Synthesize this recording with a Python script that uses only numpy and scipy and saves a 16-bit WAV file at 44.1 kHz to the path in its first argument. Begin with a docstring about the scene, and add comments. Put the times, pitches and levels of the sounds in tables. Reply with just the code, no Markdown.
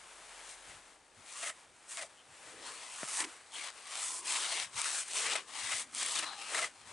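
"""A gloved hand brushes crusted snow off an outdoor sign, close to a hand-held camera.
Each stroke breaks thousands of ice grains: a light touch fizzes, a firm one rasps and sounds the panel.
Packed snow crunches in bursts, single crystals snap, the glove drags, and the hand bumps the sign once.
The sleeve rustles as the arm moves, and the camera is jostled over quiet air and a faint low hum."""
import sys
import numpy as np
from scipy import signal
from scipy.fft import rfft, irfft, next_fast_len
from scipy.io import wavfile
from scipy.ndimage import uniform_filter1d, map_coordinates

SR = 44100
rng = np.random.default_rng(int(sys.argv[2]) if len(sys.argv) > 2 else 0)


def pcm_store(signal):
    """Save signal as 16-bit PCM."""
    levels = np.round(np.clip(np.atleast_2d(signal), -1, 1) * 32767)
    wavfile.write(sys.argv[1], SR, levels.astype(np.int16).T)


N = 305172
TIME_S = np.arange(N) / SR

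# Levels compare the rows of one table; the functions set the final loudness.
# tone of the outdoor air: pitch_hz, level_db
AIR_TONE = [(20, -15), (60, -5), (130, -8), (300, -3.5), (800, 0.5), (1400, -11), (4000, -16), (11000, -23)]
# loudness of the low hum: time_s, level_db
HUM_LEVEL = [(0, -81), (.4, -76), (.8, -79), (1.3, -98), (6.92, -100)]
# the sleeve rustles as the arm moves: middle_s, length_s, level_db
RUSTLES = [(0.113, 0.54, -54.5), (0.428, 0.34, -52.5), (0.71, 0.16, -52.5), (0.886, 0.13, -59),
           (1.24, 0.14, -58), (1.583, 0.14, -58.5), (1.86, 0.2, -61), (2.144, 0.15, -62),
           (2.37, 0.14, -56.5), (2.492, .13, -52), (3.28, .16, -51), (3.785, 0.072, -53),
           (6.901, 0.053, -51.5)]
# tone of snowy fabric: pitch_hz, level_db
FABRIC_TONE = [(100, -50), (200, -25), (330, -7.5), (530, -3), (950, 0.5), (1700, 0.5), (3000, -3),
               (5000, -8), (8800, -3.5), (11000, -11)]
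# glove strokes (fizz is the highs, rasp the middle, rub the lows; growth is over one stroke):
# full_contact_s, length_s, rise_s, fizz_db, fizz_growth_db,
# rasp_over_fizz_db, rasp_over_fizz_growth_db, rub_over_rasp_db
STROKES = [(0.499, 0.024, 0.096, -51, -2.5, -4.5, -1, -16), (1.284, 0.19, 0.043, -52, 11.5, -5, -3.5, -3.5),
           (1.91, 0.12, 0.043, -43.5, -7.5, -6.5, 6.5, -6), (2.671, 0.072, 0.16, -50, -2, -1, -5, 0),
           (2.772, 0.25, 0.13, -52.5, 3.5, -1, -3, -4), (3.09, 0.11, 0.2, -42, 7, -8.5, -1.5, -2),
           (3.542, 0.13, 0.037, -47, -2, 0, 6.5, -3.5), (3.922, 0.064, .14, -48, 1, 2.5, 0.5, -6),
           (4.031, 0.15, 0.15, -36.5, -5, -10, -2, -5.5), (4.291, 0.33, 0.088, -36.5, -5, 0.53, 6.5, -7),
           (4.775, 0.22, 0.055, -40, 3.5, -3.5, -4, -5.5), (5.173, 0.15, 0.15, -34.5, -5, -0.6, 6, -5.5),
           (5.36, 0.011, 0.018, -48.5, 2, 4, 1.5, -1.5), (5.567, 0.23, 0.12, -45.5, 8, -2, -6, -5),
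           (5.961, 0.222, 0.039, -39.5, 1, -2.5, -0.5, -6.5), (6.222, 0.1, .06, -49.5, -5, 4, 1, 0.5),
           (6.394, 0.14, 0.089, -50, -1.5, 2, 0.5, -5), (6.539, .1, 0.1, -41, 0, -1.5, -1, 0)]
# loosened snow keeps sliding: time_s, level_db
TRICKLE_LEVEL = [(0, -73.5), (2.3, -68.5), (3.5, -62.5), (6.92, -62)]
# tone of breaking snow: pitch_hz, level_db
SNOW_TONE = [(100, -54), (200, -28.5), (300, -15), (450, -11.5), (800, -4), (1150, -0.5), (1500, -2.5),
             (2300, 1), (3900, -1), (5300, -3), (7000, -2), (8400, 1), (9600, -1.5), (11000, -11.5)]
# how the panel rings when pushed at its lower edge: pitch_hz, width_hz, level_db
EDGE_MODES = [(458, 31, -9), (647, 52, 2.5), (847, 26, -3), (1254, 67, 4), (2034, 99, 8), (2095, 91, 7.5),
              (2960, 560, -11)]
# how it rings when pushed at its top corner: pitch_hz, width_hz, level_db
CORNER_MODES = [(318, 63, -8), (1030, 100, -1), (1330, 130, -1), (1720, 670, -5)]
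# single ice crystals snap: start_s, level_db
SNAPS = [(.493, -31), (1.972, -26), (1.983, -31), (2.024, -29), (3.05, -29), (3.205, -21), (4.28, -26),
         (4.307, -22), (4.362, -17), (4.438, -24), (4.532, -24), (4.792, -23), (4.817, -15), (5.783, -25),
         (5.31, -23), (5.359, -18), (5.949, -20), (6.03, -20), (6.063, -17), (6.084, -21), (6.189, -20),
         (6.584, -22), (6.627, -23)]
# packed snow gives way: start_s, level_db, length_s, panel_over_snow_db
CRUNCHES = [(0.694, -56, 0.018, 5), (1.428, -38, 0.015, -1), (1.461, -50, 0.026, 12),
            (1.496, -36, 0.0066, 2), (1.972, -39.5, .028, -3), (2.012, -40.5, 0.022, -1),
            (3.204, -38, 0.0036, 9), (3.214, -49.5, 0.019, 11), (3.24, -39.5, 0.012, 1),
            (4.304, -37, 0.0073, -6), (4.352, -33, 0.021, -7), (5.318, -35, .0048, -10),
            (5.354, -28.5, 0.0019, 5), (5.359, -28, 0.0065, -18), (5.711, -35, 0.028, -0.5),
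            (6.025, -31.5, 0.0088, -28), (6.155, -31.5, 0.0081, -3.5), (6.189, -32.5, 0.0086, 1),
            (6.225, -41.5, 0.021, 8), (6.545, -30.5, 0.0075, -1), (6.572, -33.5, 0.027, 1),
            (6.618, -36.5, 0.013, 4), (6.634, -42.5, .014, 9)]
# where the hand pushes: time_s, height_share (0 is the lower edge, 1 the top corner)
PUSH_HEIGHT = [(2, 0.21), (3.2, 1), (4.35, .85), (5.3, .05), (5.8, 0.29), (6.18, 0.77), (6.55, .05)]
# soft jolts of the camera: middle_s, length_s, level_db
JOLTS = [(0.695, 0.022, -63), (.76, 0.062, -69), (1.198, 0.038, -64.5), (1.71, 0.052, -70),
         (2.31, .06, -73), (2.51, 0.12, -76), (4.665, 0.096, -71), (4.766, 0.031, -61), (5.64, 0.026, -70),
         (5.747, 0.019, -64), (5.9, 0.68, -77), (6.64, 0.066, -71), (6.88, 0.13, -70)]
# the dragging glove makes itself or the sign ring: middle_s, length_s, pitch_hz, width_hz, level_db
DRAGS = [(1.475, .05, 630, 130, -53), (1.47, .07, 2050, 300, -50), (2.0, .05, 2050, 300, -51),
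         (2.033, .03, 640, 110, -50), (2.2, .03, 3100, 350, -62), (2.62, .25, 450, 240, -61),
         (3.21, .04, 940, 150, -42.5), (3.21, .035, 1950, 400, -41.5), (3.245, .055, 330, 80, -53.5),
         (3.565, .05, 3200, 450, -48), (3.61, .07, 2300, 260, -49), (3.9, .1, 1180, 110, -57),
         (4.22, .34, 1020, 100, -54.5), (4.25, .2, 340, 90, -66), (5.27, .18, 460, 110, -54),
         (5.28, .08, 2100, 700, -43), (5.7, .08, 2020, 320, -45.5), (5.95, .9, 270, 110, -68.5),
         (6.18, .04, 3400, 1200, -41), (6.2, .35, 1240, 50, -56), (6.29, .1, 4050, 300, -50),
         (6.33, .25, 815, 70, -58), (6.635, .05, 625, 80, -46)]
# the hand bumps the sign: start_s, level_db
KNOCK = (3.0315, -27)
# how the bumped sign rings: pitch_hz, width_hz, level_db
KNOCK_MODES = [(139, 28, -4), (238, 126, -1), (645, 87, 1.5), (1730, 960, -4.5)]
# the part of the sound that differs between the ears: pitch_hz, level_db
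STEREO_SPREAD = [(50, -15), (150, -10.5), (500, -12.5), (2000, -14.3)]
# how far left the hand sounds, before the weights below: time_s, left_over_right_db
HAND_LEAN = [(0, 3), (.7, 4), (1.2, 5), (1.48, 1.5), (2, 3), (2.7, 4), (3.2, 1), (3.7, 5), (4.12, 1.5),
             (4.7, 5), (5.1, 2.5), (5.6, 6), (5.95, 1.5), (6.3, 5.5), (6.7, 3), (6.92, 5.5)]
# how strongly each pitch follows that lean: pitch_hz, weight
LEAN_WEIGHTS = [(150, 0.03), (600, 0.36), (1100, 0.69), (2500, 0.69), (4500, 1.52), (8500, 0.62)]


def amp(db):
    """Turn decibels into a gain to multiply by."""
    return 10 ** (np.asarray(db) / 20)


def unit(x):
    """Scale a sound to an average power of 1."""
    return x / np.sqrt(np.mean(x ** 2) + 1e-20)


def at_pitch(points, hz):
    """Read between (pitch_hz, value) points, spaced by octaves."""
    pitches, values = np.transpose(points)
    return np.interp(np.log(hz + 1), np.log(pitches), values)


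def over_time(points):
    """Join (time_s, value) points with straight lines."""
    return np.interp(TIME_S, *np.transpose(points))


def wobble(rate_hz):
    """A smooth curve through rate_hz random values a second."""
    values = rng.standard_normal(int(N * rate_hz / SR) + 4)
    return map_coordinates(values, [np.arange(N) * rate_hz / SR])


def swell(middle_s, length_s):
    """A bell-shaped rise and fall."""
    return np.exp(-2 * ((TIME_S - middle_s) / length_s) ** 2)


def filtered(x, response):
    """Multiply each frequency in a sound by response(hz)."""
    size = next_fast_len(N + SR // 4)
    return irfft(rfft(x, size) * response(np.fft.rfftfreq(size, 1 / SR)), size)[..., :N]


def coloured(x, tone):
    """Shape a sound with a table of (pitch_hz, level_db) points."""
    return filtered(x, lambda hz: amp(at_pitch(tone, hz)))


def ring(x, modes):
    """Play a sound through an object's modes, the pitches at which it rings."""
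    def mode(hz, pitch, width):
        return hz ** 2 * width / pitch / (pitch ** 2 - hz ** 2 + 1j * hz * width) / (1 + .5j * hz / pitch)
    return filtered(x, lambda hz: sum((-1) ** k * amp(db) * mode(hz, pitch, width)
                                      for k, (pitch, width, db) in enumerate(modes)))


def below(x, edge_hz):
    """Keep the part of a sound under a soft edge."""
    return filtered(x, lambda hz: 1 / (1 + (hz / edge_hz) ** 8))


def clicks(per_second, scatter_db):
    """Two separate streams of tiny clicks, random in time and size."""
    happens = rng.random((2, N)) < per_second / SR
    size = amp(scatter_db * np.clip(rng.standard_normal((2, N)), -3, 3))
    return unit(happens * size * rng.choice([-1, 1], (2, N)))


def ears(pair):
    """Make left and right from a shared stream and a weaker second one."""
    shared, side = pair[0], coloured(pair[1], STEREO_SPREAD)
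    return np.array([shared + side, shared - side])


def outdoor_air():
    """Still air makes a faint, steady hush."""
    return amp(-67.5) * unit(coloured(rng.standard_normal((2, N)), AIR_TONE))


def low_hum(pitch_hz=42):
    """A low tone wavers and fades after about a second."""
    gain = amp(over_time(HUM_LEVEL) + 1.2 * wobble(6))
    return gain * np.sqrt(2) * np.sin(2 * np.pi * pitch_hz * TIME_S + .4 * wobble(4))


def sleeve_rustle():
    """Fabric slides over itself in a fine, even rustle as the arm moves."""
    gain = np.sqrt(sum((amp(db) * swell(middle, length)) ** 2 for middle, length, db in RUSTLES))
    return gain * unit(coloured(clicks(per_second=14000, scatter_db=4), FABRIC_TONE))


def glove_contact(fade_db=20, release_s=0.053):
    """Gains of fizz, rasp and rub: over a trickle of snow, each stroke bites, firms or eases, and lifts."""
    power = np.tile(amp(over_time(TRICKLE_LEVEL)) ** 2, (3, 1))
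    for start, length, rise, db, growth_db, firm_db, firming_db, rub_over_rasp_db in STROKES:
        arriving = np.maximum((start - TIME_S) / rise, 0)
        leaving = np.maximum((TIME_S - start - length) / release_s, 0) ** 2  # gently, then fast
        away = arriving + leaving
        heard = away < 3
        progress = np.clip((TIME_S[heard] - start) / length, 0, 1)
        fizz_db = db + growth_db * progress - fade_db * away[heard]
        rasp_db = fizz_db + firm_db + firming_db * (progress - .5)
        power[:, heard] += amp([fizz_db, rasp_db, rasp_db + rub_over_rasp_db]) ** 2
    return np.sqrt(power)


def glove_roaming(x, depth_db):
    """The tone shifts at random as the glove moves over the panel."""
    slices = signal.stft(x, nperseg=512)[2]
    drift = uniform_filter1d(rng.standard_normal(slices.shape[1:]), size=4, axis=0)  # smooth in pitch
    drift = unit(uniform_filter1d(drift, size=14, axis=1))  # and in time
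    mostly_low = 1 / (1 + (np.linspace(0, SR / 2, len(drift)) / 5000) ** 2)
    return signal.istft(slices * amp(depth_db * drift * mostly_low[:, None]), nperseg=512)[1][:, :N]


def brushing():
    """Grains break in clumps as the glove sticks and slips; a firmer touch sounds lower."""
    fizz_gain, rasp_gain, rub_gain = glove_contact()
    clumps = amp(0.88 * wobble(45) + 0.9 * wobble(350))
    coarse = amp(-10.5) * clicks(per_second=70, scatter_db=3)
    fine = clumps * clicks(per_second=14000, scatter_db=3)
    snow = glove_roaming(coloured(fine + coarse, SNOW_TONE), depth_db=2.5)
    lows, lows_and_middle = below(snow, edge_hz=1880), below(snow, edge_hz=5590)
    panel = below(ring(clumps * clicks(per_second=2800, scatter_db=6), EDGE_MODES), edge_hz=1300)
    fizz = amp(-0.9) * fizz_gain * unit(snow - lows_and_middle)
    rasp = amp(-1.9) * rasp_gain * unit(lows_and_middle - lows)
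    rub = amp(-1.12) * rub_gain * unit(unit(lows) + amp(-19.5) * unit(panel))
    return fizz + rasp + rub


def crystal_snaps():
    """A crystal cracks in under a millisecond and sheds a few splinters."""
    out, t = np.zeros(N), np.arange(SR // 100) / SR
    for start, db in SNAPS:
        high_hz, low_hz = np.exp(rng.normal(0, [.06, .15])) * [8200, 3000]
        crack = (np.sin(2 * np.pi * high_hz * t) - .5 * np.sin(2 * np.pi * low_hz * t)) * np.exp(-t / .0003)
        splinters = .25 * rng.standard_normal(len(t)) * np.exp(-t / .001)
        out[round(start * SR):][:len(t)] += amp(db) * (crack / np.abs(crack).max() + splinters)
    return coloured(out, SNOW_TONE)


def snow_crunches():
    """Packed snow breaks in a burst, which also shakes the panel where the hand pushes."""
    snow_gain, push = np.zeros((2, N))
    for start, db, length, panel_db in CRUNCHES:
        cutoff = np.exp(-np.clip((TIME_S - start - length) / 0.0011, 0, 20))
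        burst = amp(db) * (TIME_S >= start) * cutoff
        snow_gain += burst
        push += burst * amp(panel_db)
    height = np.clip(over_time(PUSH_HEIGHT), 0, 1)
    breaks = clicks(per_second=9000, scatter_db=2.5)
    panel = sum(ring(share * push * breaks, modes) / np.std(ring(breaks[0], modes))
                for share, modes in [(1 - height, EDGE_MODES), (height, CORNER_MODES)])
    return amp(-4.5) * (snow_gain * unit(coloured(breaks, SNOW_TONE)) + panel)


def camera_jolts(pitch_hz=92, width_hz=45):
    """The hand-held camera gives a dull rumble each time it is jostled."""
    rumble = ring(rng.standard_normal((2, N)), [(pitch_hz, width_hz, 0)])
    gain = sum(amp(db) * swell(middle, length) for middle, length, db in JOLTS)
    return gain * unit(below(rumble, edge_hz=290))


def glove_drags():
    """Dragging fabric makes the glove or sign sing briefly around one pitch."""
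    out = np.zeros(N)
    for middle, length, pitch, width, db in DRAGS:
        band = filtered(rng.standard_normal(N), lambda hz: 1 / (1 + 2 * ((hz - pitch) / width) ** 2))
        out += amp(db) * swell(middle, length) * unit(band)
    return out


def sign_knock():
    """One padded blow thuds on the sign, muffled by the snow."""
    start, db = KNOCK
    blow = np.zeros(N)
    blow[round(start * SR)] = 1
    thud = below(ring(blow, KNOCK_MODES), edge_hz=2400)
    return amp(db) * thud / np.abs(thud).max()


def scene():
    """The hand works left of the camera, which shades the treble on the right."""
    hand = ears(brushing() + snow_crunches() + sleeve_rustle())
    hand += crystal_snaps() + glove_drags() + sign_knock()
    leaning_part = filtered(hand, lambda hz: at_pitch(LEAN_WEIGHTS, hz))
    lean = amp(np.outer([.5, -.5], over_time(HAND_LEAN))) - 1  # adds on the left, takes from the right
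    background = ears(outdoor_air()) + low_hum() + ears(camera_jolts())
    return hand + lean * leaning_part + background


def record(dry, top_hz=11200):
    """The camera keeps nothing above top_hz."""
    return filtered(dry, lambda hz: hz < top_hz)


dry = scene()
out = record(dry)
pcm_store(out)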